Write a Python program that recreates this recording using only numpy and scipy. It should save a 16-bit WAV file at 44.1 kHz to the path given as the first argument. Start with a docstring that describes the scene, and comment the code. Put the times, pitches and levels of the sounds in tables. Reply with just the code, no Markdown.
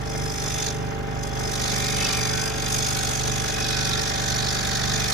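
"""In a workshop, a scroll saw turns over about 24 times a second, close to a stereo microphone.
Crank knocks shake the cast frame as a stack of harmonics, the motor whines on a high multiple of the crank,
and the arm linkage rattles in step as bursts of coloured noise and ringing pivots.
Teeth rasp on each down and up stroke: hardly at all while the feed rests near one second, then steadily.
The board chatters, squeaks and briefly sings, bands of stroke noise pass by, and air washes steadily below."""
import sys
import numpy as np
from scipy import signal
from scipy.fft import rfft, irfft, next_fast_len
from scipy.io import wavfile
from scipy.ndimage import uniform_filter1d, map_coordinates

SR = 44100
rng = np.random.default_rng(int(sys.argv[2]) if len(sys.argv) > 2 else 0)


def transcribe(u):
    """Save the signal u as a 16-bit wav file named by the first command-line argument.

    u: samples, shape (n,) or (channels, n), limited to [-1, 1]; the rate is SR.
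    q: integer samples, one column per channel.
    """
    v = np.clip(np.atleast_2d(u).T, -1, 1)
    q = np.round(v * 32767).astype(np.int16)
    wavfile.write(sys.argv[1], SR, q)


N = 226445

# Crank speed. Each row: time in seconds, turns a second.
SPEED = [(0.0, 24.752), (0.35, 24.595), (0.9, 24.684), (1.3, 24.657), (1.7, 24.512), (2.1, 24.361),
         (2.6, 24.433), (3.3, 24.371), (4.2, 24.381), (5.13, 24.373)]
# How fast the board is fed into the teeth. Each row: time in seconds, dB against a steady cut.
FEED = [(0, -11.5), (0.24, -5), (0.6, 1), (0.69, -2.5), (0.78, -12), (1.05, -18), (1.3, -8.5), (1.52, -1.5),
        (1.85, 1), (2.15, 1.5), (2.42, 1), (2.54, -4.5), (2.73, 3.5), (3.0, 2.5), (3.35, -1.3), (4.3, -2),
        (4.9, -1.5), (5.13, 1)]
# How hard the hands bear on board and blade, which loads the drive. Each row: time in seconds, dB.
LOAD = [(0, -5), (1.35, -5), (1.7, 0.9), (2.6, -1), (3.3, 1), (4.4, 3.5), (5.13, 3)]
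# The microphone ports lie apart and oppose each other near 9 kHz.
# Each row: Hz, left-right correlation (-1 to 1).
PORTS = [(100, 0.87), (300, 0.61), (500, -0.18), (1000, -0.11), (1400, 0.21), (2400, 0.21), (2850, -0.4),
         (3400, 0.24), (4600, 0.43), (6900, 0.3), (8300, -0.99), (10000, -0.98), (12700, 0.95), (15000, 1)]


def amp(db):
    """Decibels to gain."""
    return 10 ** (np.asarray(db) / 20)


def unit(x):
    """Scale to rms 1."""
    return x / np.sqrt(np.mean(x ** 2) + 1e-20)


def along(points, hz):
    """Read (Hz, value) points on a log axis."""
    f, v = np.transpose(points)
    return np.interp(np.log(hz + 1), np.log(f + 1), v)


def curves(rows):
    """One value per sample for each column after the time."""
    s, *cols = np.transpose(rows)
    return [np.interp(np.arange(N) / SR, s, c) for c in cols]


def wobble(rate):
    """A smooth random curve, rate knots a second."""
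    knots = rng.standard_normal(int(N * rate / SR) + 4)
    return map_coordinates(knots, [np.arange(N) * rate / SR])


def swell(middle, length):
    """A smooth rise to 1 and fall; length is taken at half height."""
    return .5 ** ((2 * (np.arange(N) / SR - middle) / length) ** 2)


def swells(rows):
    """The summed dB of (middle, length, dB) swells."""
    return sum(db * swell(middle, length) for middle, length, db in rows)


def effort(steady_db, per_feed, per_load):
    """The level in dB of a sound that follows feed and load, in dB per dB of each."""
    return steady_db + per_feed * curves(FEED)[0] + per_load * curves(LOAD)[0]


def filtered(x, response):
    """x times a response of frequency."""
    m = next_fast_len(N + SR // 2)
    return irfft(rfft(x, m) * response(np.fft.rfftfreq(m, 1 / SR)), m)[..., :N]


def radiate(pair, spectrum, left_db, direct=0.46):
    """Colour two excitations and spread them over the ports, at rms 1; left_db is left against right."""
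    def angle(hz):
        return np.arccos(np.clip(along(PORTS, hz), -1, 1)) / 2

    # reflections make the same sound lead at one port or the other, differently for each frequency and source
    leads = rng.standard_normal(200)
    lead_hz = np.linspace(0, SR / 2, len(leads))
    turned = filtered(pair[0], lambda hz: 1j * np.sign(np.interp(hz, lead_hz, leads)))
    share = np.clip(direct, 0, 1)
    pair = np.array([pair[0], np.sqrt(share) * turned + np.sqrt(1 - share) * pair[1]])
    mid, side = filtered(pair, lambda hz: amp(along(spectrum, hz)) * [np.cos(angle(hz)), np.sin(angle(hz))])
    return unit(np.array([mid + side, mid - side]) * amp([[left_db], [0]]))


def contacts(turns, repeat, spiky_db, memory_s, size=1800):
    """Tiny impacts: a share recurs at the same crank angle and slowly wears into a new pattern, the rest is fresh."""
    place = (turns % 1 * size).astype(int)
    age = np.arange(N) / SR / max(memory_s, .1)
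    era, blend = age.astype(int), age % 1 * np.pi / 2
    patterns = rng.standard_normal((2, 64, size))
    recurring = np.cos(blend) * patterns[:, era, place] + np.sin(blend) * patterns[:, era + 1, place]
    fresh = unit(rng.standard_normal((2, N)) * amp(spiky_db * wobble(1500)))
    share = np.clip(repeat, 0, 1)
    return np.sqrt(share) * recurring + np.sqrt(1 - share) * fresh


def strokes(turns, first, second, width, second_db, rest_db, scatter_db):
    """Two bursts a turn, centred on the given crank angles (turns), each of a slightly new strength and shape."""
    angle = turns + .006 * wobble(60)

    def burst(centre):
        offset = (angle - centre + .5) % 1 - .5
        return np.exp(-np.abs(offset / width) ** 3)

    envelope = burst(first) + amp(second_db) * burst(second) + amp(rest_db)
    return unit(envelope * amp(scatter_db * wobble(50)))


def ring(x, t60, wet_db):
    """The board and the metal table ring on briefly, in many close modes heard as a decaying noise tail."""
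    t = np.arange(SR // 5) / SR
    tail = rng.standard_normal((2, len(t))) * amp(-60 * t / t60)
    tail /= np.linalg.norm(tail[0])
    return unit(x + amp(wet_db) * signal.fftconvolve(x, tail, axes=1)[:, :N])


def narrow(pair, hz, width):
    """One resonance of rms 1 whose frequency may move."""
    carrier = np.exp(2j * np.pi * np.cumsum(hz * np.ones(N)) / SR)
    pole = np.exp(-np.pi * width * 1.5 / SR)
    # shift the resonance down to 0 Hz, smooth it there with a double pole, and shift it back
    smoothed = signal.lfilter([1], np.poly([pole, pole]), pair / carrier)
    return unit(np.real(smoothed * carrier))


def resonate(pair, modes, shift_db, rate):
    """Narrow resonances, each waxing and waning by itself, spread over the ports at rms 1."""
    out = sum(amp(db + shift_db * wobble(rate)) * narrow(pair, centre, width) for centre, width, db in modes)
    return radiate(out, [(1000, 0)], left_db=1.5)


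def frame(turns, scatter, waver_db, stir, ring_order=5):
    """Crank knocks shake the frame at multiples of its speed; the motor's supply ripple beats slowly with them."""
    # Shakes of frame and motor. Each row: multiple of the crank speed, left dB, right dB.
    shakes = [(1, -55, -44.5), (2, -43, -36), (3, -42.5, -40), (4, -47.5, -47), (5, -43, -31.5),
              (6, -39.5, -40.5), (7, -67, -36.5), (8, -39.5, -42), (9, -49.5, -43), (10, -47, -57.5),
              (11, -54, -48), (12, -46, -54), (13, -48.5, -61), (14, -44, -63), (15, -60, -87),
              (16, -46, -64), (17, -44, -59), (18, -38, -79), (19, -50.5, -55), (22, -61, -52),
              (23, -50.5, -49), (24, -50, -68), (25, -51, -58), (27, -61, -50), (28, -51.5, -66)]
    # Load shifts the shakes. Each row: multiple of the crank speed, dB in a steady cut, dB per dB of load.
    strain = [(2, -0.5, 0), (4, -1, -0.9), (5, 0.5, 0.36), (6, 0, -0.3), (7, -3, 0), (8, -0.5, 0.77),
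              (9, -1.5, 0.5), (22, -1, 0), (32, -2, 0.5)]
    # A shake swells or ebbs for a moment. Each row: middle in seconds, length in seconds, multiple, dB.
    surges = [(0.82, 0.25, 2, -5), (1.33, 0.36, 2, 2), (2.33, 0.23, 2, -8), (2.95, .25, 2, -3),
              (1.5, 0.22, 6, -5), (2.18, 0.2, 6, -14), (2.24, 0.5, 7, 5.5), (1.4, 0.52, 5, 2),
              (3.06, 0.35, 5, 2.5), (2.31, 0.34, 5, 2.5), (0.4, 0.62, 16, 3)]
    # Shakes that throb with the slow beat.
    # Each row: multiple of the crank speed, depth (negative = against the beat).
    ripple = [(4, 0.27), (5, 0.18), (6, 0.34), (7, 0.067), (9, 0.14), (17, -0.0074), (18, 0.031),
              (22, -1.2)]
    # Knocks of the drive in each turn. Each row: crank angle in turns, dB.
    knock_angles = [(.09, 0), (.28, -1), (.47, -8), (.715, -1)]
    # Steady hum of the motor and its stand. Each row: Hz, dB.
    hum = [(67.6, -44.5), (78.5, -55), (240, -53)]
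    ripple_hz, in_step_s = 120, 4.37  # the ripple is in step with the fifth multiple at that moment

    out = np.zeros((2, N))
    t = np.arange(N) / SR
    load_db = curves(LOAD)[0]
    strain_db = {round(k): db + slope * load_db for k, db, slope in strain}
    throb = {round(k): depth for k, depth in ripple}
    beat = 5 * turns - ripple_hz * t
    beat = 2 * np.pi * (beat - np.interp(in_step_s, t, beat))
    slack = amp(-.6 * load_db)
    weight_db = .7 * slack * wobble(24)
    for order, left_db, right_db in shakes:
        k = round(order)
        lag = np.arccos(np.clip(along(PORTS, k * SPEED[-1][1]), -1, 1))
        # multiples far from the frame's main ring arrive less in step; higher ones flutter more
        loose = np.sqrt(k) * slack
        push = sum(amp(db) * np.exp(2j * np.pi * (1 / 4 - k * angle)) for angle, db in knock_angles)
        offset = scatter * abs(k - ring_order) * rng.normal()
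        phase = np.angle(push) + 2 * np.pi * (k * turns + offset) + stir * loose * wobble(15)
        surge_db = swells([(s, length, db) for s, length, multiple, db in surges if round(multiple) == k])
        level = amp(strain_db.get(k, 0) + surge_db + weight_db + waver_db * loose * wobble(10))
        phase = np.array([phase, phase + lag])
        shake = np.sin(phase) + throb.get(k, 0) * np.sin(phase - beat)
        out += amp([[left_db], [right_db]]) * level * shake
    for hz, db in hum:
        out += amp(db) * np.sin(2 * np.pi * (hz * t + rng.random()) + .3 * wobble(4))
    return np.sqrt(2) * out  # table levels are rms


def whine(turns, order=32):
    """The motor whines on one high multiple of the crank, swelling each time it reverses the arms."""
    # One row: dB in a steady cut, dB per dB of load, depth of the throb twice a turn.
    whine_law = (-38.7, .4, .35)
    steady_db, per_load, depth = whine_law
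    load_db = curves(LOAD)[0]
    throb = 1 + depth * np.cos(4 * np.pi * (turns - .18)) + depth / 2 * np.cos(2 * np.pi * (turns - .7))
    # it wavers more while the drive runs slack
    phase = 2 * np.pi * order * turns + .25 * amp(-load_db) * wobble(14)
    level = amp(steady_db + per_load * load_db + 0.7 * wobble(10))
    return np.sqrt(2) * level * throb * np.sin([phase, phase + 1.33])


def linkage(turns):
    """The arm pivots knock as the blade reverses at top and bottom; the arms ring and the pivots jingle with it."""
    # Colour of the knocks. Each row: Hz, relative dB.
    knock_colour = [(45, -30), (75, -7), (110, -1), (220, -3), (330, -2), (440, 2), (475, -6), (515, -9),
                    (550, 3), (700, 1), (840, 1), (950, -3), (1500, -6), (1900, -11), (3000, -19),
                    (8000, -37)]
    # Jingling of the loose pivots. Each row: Hz, width in Hz, dB.
    pivots = [(1200, 280, -9), (1807, 75, -0.5), (2112, 74, -1), (2415, 100, -10), (2970, 190, -12),
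              (3384, 150, -2.5)]
    knocks = strokes(turns, first=0.19, second=0.72, width=0.084, second_db=1.5, rest_db=-3, scatter_db=2.5)
    play = contacts(turns, repeat=0.59, spiky_db=3.0, memory_s=1.52)
    rattle = radiate(knocks * play, knock_colour, left_db=-1.0)
    arm_hz = 432 * (1 + 0.03 * wobble(7))
    arm_modes = [(arm_hz, 24, 3), (565, 40, -2), (700, 70, -3)]  # Hz, width in Hz, dB
    arms = resonate(knocks * rng.standard_normal((2, N)), arm_modes, shift_db=1.8, rate=15)
    jingle_hits = knocks * contacts(turns, repeat=.4, spiky_db=4, memory_s=0.93)
    jingle = resonate(jingle_hits, pivots, shift_db=2.5, rate=12)
    # the pivots rattle more freely until the cut loads them
    slack_db = -.25 * curves(LOAD)[0]
    return amp(slack_db) * (amp(-38.5) * rattle + amp(-45) * arms + amp(-47) * jingle)


def shop():
    """A steady wash of air from the motor and the room: coloured noise."""
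    # Colour of the air. Each row: Hz, relative dB.
    air_colour = [(15, -20), (40, -14), (100, -2), (300, -3), (450, -2), (505, -8), (570, 0), (1100, -2),
                  (3000, -17), (8000, -27), (15000, -49)]
    return amp(-44.5) * radiate(rng.standard_normal((2, N)), air_colour, left_db=-5.5)


def grain(pair, patchy_db):
    """The uneven wood gives each stroke a colour of its own."""
    z = signal.stft(pair, nperseg=256)[2]
    field = uniform_filter1d(rng.standard_normal(z.shape[1:]), size=4, axis=0)  # smooth over frequency
    field = uniform_filter1d(field, size=6, axis=1)  # and over time
    return signal.istft(z * amp(patchy_db * unit(field)), nperseg=256)[1][:, :N]


def blade_modes(turns, bend=0.014, wander=.007):
    """The blade's resonances follow its twist, shift a little through each stroke and wander with the grain."""
    # Low, middle and high resonance of the taut blade. 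Each row: width in Hz, dB, dB per dB of load.
    blade = [(200, -3.5, 1.3), (170, 0.5, 0), (380, 1.5, 0)]
    # The board twists the blade and the wood damps it.
    # Each row: time in seconds, low Hz, middle Hz, high Hz, dB added to the middle one.
    twist = [(0, 3450, 5130, 5900, 1.5), (0.6, 3490, 5170, 6170, -0.5), (1.45, 3460, 5150, 6230, 2.5),
             (2.1, 3680, 4890, 6100, 2), (2.35, 3450, 5000, 6100, 1.5), (2.75, 3580, 4990, 6480, 1.5),
             (3.2, 3380, 5130, 6290, -4), (3.9, 3600, 4930, 6500, -2), (4.5, 3780, 5200, 7000, -3),
             (5.13, 3620, 4930, 6400, -2)]
    load_db = curves(LOAD)[0]
    *pitches, middle_db = curves(twist)
    tension = 1 - bend * np.sin(4 * np.pi * (turns - .44))
    return [(hz * (tension + wander * wobble(25)), width, db + slope * load_db + added_db)
            for hz, (width, db, slope), added_db in zip(pitches, blade, [0, middle_db, 0])]


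def cut(turns):
    """Teeth tear fibres when the blade moves fastest, in mid-stroke; it rings, scrapes the kerf and spits dust."""
    # Colours of rasp, scrape and dust. Each row: Hz, relative dB.
    teeth_colour = [(2500, -49), (4200, -15), (4900, 0), (5600, 2.5), (6700, 3.5), (7400, -8), (8200, -30),
                    (10000, -65)]
    kerf_colour = [(1800, -14.5), (2850, -14.5), (3300, -3.5), (3600, 0), (4000, -3.5), (4550, -3.5),
                   (5300, -5), (9000, -36)]
    dust_colour = [(6500, -10), (7700, -3.5), (8300, 8), (9300, -2.5), (10000, -8), (11500, -12.5),
                   (13500, -12.5), (15000, -46), (15700, -52)]
    # The teeth catch or miss for a stroke. Each row: middle in seconds, length in seconds, dB more rasp.
    catches = [(0.04, 0.016, -1), (1.235, 0.018, 5.5), (1.275, 0.017, 3), (1.31, .03, -6)]
    # The blade binds in the kerf. Each row: middle in seconds, length in seconds, dB more scrape.
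    binds = [(0.48, 0.13, 4), (0.67, 0.096, 9.5), (1.68, 0.16, 3.5), (2.08, 0.15, 5), (3.82, 0.33, 5)]
    rasp_db = effort(steady_db=-30.5, per_feed=1, per_load=0) + swells(catches)
    scrape_db = effort(steady_db=-36, per_feed=0.55, per_load=1.38) + swells(binds)
    # with little feed the return stroke barely touches the wood
    return_db = -1.6 + 0.73 * np.minimum(curves(FEED)[0] + 9, 0)
    bite = strokes(turns, first=0.43, second=0.915, width=0.128,
                   second_db=return_db, rest_db=-11.5, scatter_db=.7)
    rub = strokes(turns, first=0.446, second=0.93, width=0.115, second_db=-1.5, rest_db=-4.5, scatter_db=1.1)
    teeth = bite * contacts(turns, repeat=.6, spiky_db=1.5, memory_s=.4)
    flanks = rub * contacts(turns, repeat=0.62, spiky_db=3.0, memory_s=0.492)
    teeth, flanks = [grain(ring(x, t60=.05, wet_db=-9), patchy_db=2.9) for x in (teeth, flanks)]
    flying = bite * amp(1.6 * wobble(130)) * contacts(turns, repeat=0.35, spiky_db=3, memory_s=0.3)
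    chips = ring(flying, t60=0.057, wet_db=-2.5)
    plucks = bite * amp(1.6 * wobble(150)) * contacts(turns, repeat=0.33, spiky_db=-0.5, memory_s=0.289)
    # a blade under light load rings freely; a heavier load favours rasp over ring
    free_db = np.clip(rasp_db - scrape_db - 3.5, -3, 6)
    dust_db = rasp_db - 4.0 - 0.042 * free_db + 0.16 * curves(LOAD)[0]
    rasp = amp(rasp_db - 2.5 - 0.61 * free_db) * radiate(teeth, teeth_colour, left_db=-3.5)
    zing = amp(rasp_db - 5.5 + 0.4 * free_db) * resonate(plucks, blade_modes(turns), shift_db=1.5, rate=24)
    scrape = amp(scrape_db - 0.12 * free_db) * radiate(flanks, kerf_colour, left_db=-2.5)
    dust = amp(dust_db) * radiate(chips, dust_colour, left_db=-0.5)
    return rasp + zing + scrape + dust


def board(turns):
    """The blade tugs at the board, which chatters on the table, squeaks in the turns and sings with the strokes."""
    # Colour of the chatter. 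Each row: Hz, relative dB.
    chatter_colour = [(500, -12), (1050, -5.5), (1350, 2), (1550, 2.5), (1850, 0.5), (2080, -5.5),
                      (2550, -1.5), (2720, -10.5), (2950, -6.5), (3200, -1.5), (4000, -36)]
    # Resonances of the kerf pinching the blade. Each row: Hz, width in Hz, dB.
    pinch = [(2154, 47, -4.5), (2271, 63, -1.5), (2410, 74, -2), (2532, 110, -1.5)]
    # The board is swung round and the kerf pinches the blade.
    # Each row: middle in seconds, length in seconds, dB more squeak.
    swings = [(2.0, 0.62, 9), (3.2, 2.1, 2.5), (5.05, 0.16, 8)]
    # Passing bands of stroke noise: narrow rows are squeals or a ringing blade, wide rows a breathy scrape.
    # Each row: middle in seconds, length in seconds, Hz, width in Hz, dB.
    passing_bands = [(2, 0.76, 1820, 41, -43.5), (2.53, 0.28, 1600, 30, -44.5),
                     (2.04, 0.097, 2590, 70, -36), (2.48, 0.21, 2530, 80, -51),
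                     (2.06, .2, 2940, 150, -38.5), (3.65, 0.95, 1500, 18, -47.5),
                     (3.67, 0.46, 2520, 65, -43.5), (2.8, 2.1, 2700, 450, -45),
                     (0.58, 0.27, 3520, 190, -41), (0.6, 0.3, 2720, 430, -46), (4.55, 0.79, 4480, 380, -39),
                     (5.03, 1.35, 1810, 220, -40)]
    # The board sings briefly.
    # Each row: middle in seconds, length in seconds, multiple of the crank speed, dB.
    sing = [(2.126, 0.079, 48, -38), (2.05, 0.18, 56, -47), (2.36, 0.47, 56, -42.5),
            (2.39, 0.14, 62, -35.5), (3.0, 0.076, 62, -39), (3.765, 0.21, 62, -34.5),
            (3.92, 0.22, 56, -38.5), (4.36, 0.2, 62, -39.5), (4.83, 0.45, 62, -41)]
    sing_rest_db = -55.5  # each singing tone between its swells
    squeak_db = effort(steady_db=-42.5, per_feed=1, per_load=0.085) + swells(swings)
    chatter_db = effort(steady_db=-36, per_feed=0.22, per_load=0.79)
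    tugs = strokes(turns, first=.48, second=.93, width=.12, second_db=-.5, rest_db=-4, scatter_db=.9)
    taps = ring(tugs * contacts(turns, repeat=0.53, spiky_db=2.5, memory_s=0.595), t60=0.066, wet_db=-3.0)
    out = amp(chatter_db) * radiate(taps, chatter_colour, left_db=-0.8)
    slips = tugs * contacts(turns, repeat=.3, spiky_db=2.5, memory_s=.3)
    out += amp(squeak_db - 3.5) * resonate(slips, pinch, shift_db=1.5, rate=9)
    shared_slips = slips + slips[::-1] / 2  # each side leaks into the other
    for middle, length, hz, width, db in passing_bands:
        out += amp(db) * swell(middle, length) * narrow(shared_slips, hz, width)
    for order in sorted({round(row[2]) for row in sing}):
        swelling = sum(amp(db) * swell(s, length) for s, length, k, db in sing if round(k) == order)
        phase = 2 * np.pi * order * turns + .5 * wobble(9.7)
        out += (amp(sing_rest_db) + swelling) * np.sin([phase, phase + 0.81])
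    return out


def scene():
    """One crank drives the frame, whine, linkage, cut and board, over the steady air of the shop."""
    turns = np.cumsum(curves(SPEED)[0]) / SR
    shake = frame(turns, scatter=.035, waver_db=.3, stir=.05)
    return shake + whine(turns) + linkage(turns) + shop() + cut(turns) + board(turns)


def record(dry):
    """The microphone drops the lowest rumble, and the recorder keeps nothing above its band limit."""
    top_hz = 15700
    return filtered(dry, lambda hz: np.clip(hz / 20, 0, 1) ** 2 * (hz < top_hz))


dry = scene()
out = record(dry)
transcribe(out)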